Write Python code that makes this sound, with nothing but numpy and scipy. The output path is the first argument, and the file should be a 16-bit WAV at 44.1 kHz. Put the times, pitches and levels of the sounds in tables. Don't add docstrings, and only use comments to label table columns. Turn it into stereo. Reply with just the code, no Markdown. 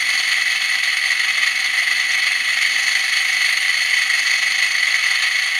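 import sys
import numpy as np
from scipy.fft import rfft, irfft, next_fast_len
from scipy.io import wavfile
from scipy.ndimage import uniform_filter1d

SR = 44100
rng = np.random.default_rng(int(sys.argv[2]) if len(sys.argv) > 2 else 0)


def log_audio(samples):
    frames = np.atleast_2d(samples).T
    limited = np.clip(frames, -1, 1)
    pcm = np.round(limited * 32767).astype(np.int16)
    wavfile.write(sys.argv[1], SR, pcm)


N = 246519
TIME = np.arange(N) / SR
SIZE = next_fast_len(N + SR)
HZ = np.maximum(np.arange(SIZE // 2 + 1) * SR / SIZE, 1)
SIDES = np.array([[.5], [-.5]])

# t/s, speed/(turns per s)
WHEEL_SPEED = [(0, 5.475), (.8, 5.374), (1.2, 5.566), (1.9, 5.612), (3.1, 5.956), (3.4, 6.282),
               (3.7, 6.094), (5.6, 6.314)]
PORT_ANGLES = [0, .258, .503, .735]
PORT_LEVELS = [0.23, -1.7, 0.63, 0.73]
# position/chuffs, level/dB
CHUFF_SHAPE = [(0, -6.5), (.1, -1), (.2, 2.2), (.42, 1.5), (.7, -.5), (.85, -5.5), (1, -6.5)]
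# f/Hz, level/dB
JET_SPECTRUM = [(200, -110), (450.0, -89), (900.0, -83.5), (1150.0, -66.5), (1600.0, -71.5),
                (2500.0, -54.5), (3300.0, -55.5), (3900.0, -67), (5400.0, -80.5), (6800.0, -65),
                (7600.0, -82.5), (10500.0, -82.5), (14500.0, -86.5)]
# f/Hz, left minus right/dB
JET_PAN = [(1000.0, 2.5), (2500.0, -0.8), (3400.0, -0.3), (4800.0, -1.9), (6200.0, 7.1), (14000.0, -1.0)]
# f/Hz, width/Hz, level/dB, left minus right/dB
PIPE_MODES = [(704.5, 125, -74.5, -3.5), (777.6, 37, -66.5, 0.7), (1291, 60, -64.5, 1),
              (1734, 122, -56.5, -3), (1990, 131, -41, -4), (2198, 146, -46.5, -7), (2555, 153, -48.5, -6),
              (3078, 160, -49.5, -2.5), (3368, 79, -52, -7.5), (4339, 360, -55, -5), (6290, 176, -66, 8),
              (8376, 300, -73.5, 22), (9357, 420, -62, -2.6), (12830, 540, -78, 16)]
# t/s, centre f/Hz, level/dB
DROPS = [(.101, 11000, -34), (1.773, 11500, -30), (2.117, 6800, -21), (2.834, 6650, -26),
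         (3.329, 6400, -27)]
# f/Hz, level/dB
PLUME_SPECTRUM = [(600, -110), (1500, -64), (3000, -64.5), (5400, -74.5), (6500, -78), (7600, -88),
                  (9500, -69.5), (13000, -78.5), (15000, -100)]
# t/s, level around 6 kHz/dB, level above 8 kHz/dB
TREBLE_DRIFT = [(0, 1.5, -0.5), (.8, -0.5, -2.3), (2.45, -0.2, -2.8), (2.9, 2.7, -0.7), (3.55, -0.2, -0.5),
                (4.25, 2.9, -1.5), (4.6, 1.7, -2.3), (5.59, -.4, -3)]
# delay/s, left gain, right gain
NEAR_REFLECTIONS = [(0.0002, 0.53, 0.6), (0.001073, -0.07, 0.25), (0.002587, 0.07, -0.14),
                    (0.003563, -0.21, -0.03), (0.008143, 0.13, 0.02)]
# f/Hz, level/dB
GEAR_SPECTRUM = [(15, -99), (55, -88), (115, -90), (148, -82), (175, -82), (200, -81.5), (290, -77.5),
                 (430, -86.5), (600, -83), (1200, -112)]
# t/s, level/dB
GEAR_SWELL = [(0, 1.5), (.7, -1), (2.6, 0.5), (3.2, .5), (3.6, -2.5), (4.6, -0.5), (5.59, -4.5)]
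# f/Hz, side minus mid/dB
GEAR_WIDTH = [(30, -9), (80, -9.5), (140, -15), (500, -14)]
# f/Hz, width/Hz
MIC_DIPS = [(7890, 250), (8820, 200), (11680, 610)]


def exhaust(flow, pipe_db, sputter_db, sputter_per_s, hiss_throb, pipe_throb):
    sputter = from_db(sputter_db * flutter(sputter_per_s))
    jet = white() * rms_one(sputter * flow ** hiss_throb)
    hiss = filtered(jet, from_db(over_hz(JET_SPECTRUM) + SIDES * over_hz(JET_PAN)))
    pipe = sum(from_db(db + SIDES * pan_db) * whistle(hz, width, saturation=0.36, unrest_db=1.55)
               for hz, width, db, pan_db in PIPE_MODES)
    drive = uniform_filter1d(np.sqrt(sputter) * flow ** pipe_throb, size=130)
    return hiss + from_db(pipe_db) * pipe * rms_one(drive)


def steam_flow(start_turns, spread_db):
    turns = start_turns + np.cumsum(over_time(WHEEL_SPEED)) / SR
    openings = (np.arange(int(turns[-1]) + 2)[:, None] + PORT_ANGLES).ravel()
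    chuff_count = np.interp(turns, openings, np.arange(len(openings)))
    strength_db = np.resize(PORT_LEVELS, len(openings)) + spread_db * rng.standard_normal(len(openings))
    shape_db = np.interp(chuff_count % 1, *np.transpose(CHUFF_SHAPE))
    flow = from_db(strength_db[chuff_count.astype(int)] + shape_db)
    return uniform_filter1d(flow, size=88)


def whistle(hz, width, saturation, unrest_db):
    tone = filtered(white(), resonance(hz, width) ** 2)
    swing = np.sqrt(uniform_filter1d(rms_one(tone) ** 2, size=1100) + 1e-3)
    moments = np.arange(0, N / SR, .012)
    unrest = np.interp(TIME, moments, from_db(unrest_db * rng.standard_normal(len(moments))))
    return tone.std() * rms_one(unrest * tone / swing ** saturation)


def spits(decay_s, width_hz):
    bursts = np.zeros(N)
    for start_s, hz, db in DROPS:
        envelope = (TIME >= start_s) * np.exp(-np.abs(TIME - start_s) / decay_s)
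        hiss = rms_one(filtered(white(), resonance(hz, width_hz) ** 2))
        bursts += from_db(db) * envelope * hiss
    return bursts


def plume(flow, throb):
    spray = np.array([white(), white()]) * flow ** throb
    return filtered(spray, from_db(over_hz(PLUME_SPECTRUM)))


def treble_drift(steam, split_hz, top_hz):
    times, high_db, top_db = np.transpose(TREBLE_DRIFT)
    top = filtered(steam, 1 / (1 + (top_hz / HZ) ** 12))
    high = filtered(steam, 1 / (1 + (split_hz / HZ) ** 12)) - top
    high_gain = from_db(np.interp(TIME, times, high_db))
    top_gain = from_db(np.interp(TIME, times, top_db))
    return steam + high * (high_gain - 1) + top * (top_gain - 1)


def workshop(steam, right_lag_s, early_db, clutter_db, room_db):
    paths = np.exp(-2j * np.pi * HZ * np.array([[0], [right_lag_s]]))
    for delay, left, right in NEAR_REFLECTIONS:
        paths += np.array([[left], [right]]) * np.exp(-2j * np.pi * HZ * delay)
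    paths += from_db(early_db) * scatter(t60_s=0.089, alike_below_hz=1100)
    short_waves = 1 / (1 + (2600 / HZ) ** 8)
    paths += from_db(clutter_db) * short_waves * scatter(t60_s=0.07, alike_below_hz=1840)
    paths += from_db(room_db) * scatter(t60_s=.25, alike_below_hz=1550)
    return filtered(steam, paths)


def scatter(t60_s, alike_below_hz):
    tails = rng.standard_normal((2, N)) * from_db(-60 * TIME / t60_s) * (TIME > .003)
    tails /= np.sqrt(np.sum(tails ** 2, axis=1, keepdims=True))
    mid, side = rfft(tails, SIZE)
    alike = 1 / (1 + (HZ / alike_below_hz) ** 4)
    return np.sqrt((1 + alike) / 2) * mid + np.sqrt((1 - alike) / 2) * side * 2 * SIDES


def running_gear(flow, throb):
    side = filtered(white(), from_db(over_hz(GEAR_WIDTH))) * 2 * SIDES
    mid = white() * flow ** throb
    return from_db(over_time(GEAR_SWELL)) * filtered(mid + side, from_db(over_hz(GEAR_SPECTRUM)))


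def resonance(hz, width):
    return 1 / (1 + 1j * (HZ / hz - hz / HZ) * hz / width)


def flutter(per_s):
    slow = filtered(white(), 1 / (1 + (HZ / per_s) ** 2))
    return slow / slow.std()


def white():
    return rng.standard_normal(N) * np.sqrt(SR / 2)


def filtered(x, response):
    return irfft(rfft(x, SIZE) * response, SIZE)[..., :N]


def over_hz(points):
    hz, value = np.transpose(points)
    return np.interp(np.log(HZ), np.log(hz), value)


def over_time(points):
    return np.interp(TIME, *np.transpose(points))


def from_db(db):
    return 10 ** (np.asarray(db) / 20)


def rms_one(x):
    return x / np.sqrt(np.mean(x ** 2))


def scene():
    flow = steam_flow(start_turns=.034, spread_db=0.45)
    steam = exhaust(flow, pipe_db=1.0, sputter_db=3.0, sputter_per_s=96, hiss_throb=0.36, pipe_throb=0.74)
    steam += spits(decay_s=0.0064, width_hz=3600)
    steam = workshop(steam, right_lag_s=.000038, early_db=-18.5, clutter_db=-5, room_db=-8.5)
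    steam += plume(flow, throb=0.52)
    return treble_drift(steam, split_hz=4340, top_hz=7800) + running_gear(flow, throb=0.092)


def record(dry):
    ceiling, cutoff_hz = .95, 14700
    rounded = dry / (1 + (dry / ceiling) ** 8) ** (1 / 8)
    dips = np.prod([1 - resonance(hz, width) for hz, width in MIC_DIPS], axis=0) ** 2
    return filtered(rounded, dips / np.sqrt(1 + (HZ / cutoff_hz) ** 160))


dry = scene()
out = record(dry)
log_audio(out)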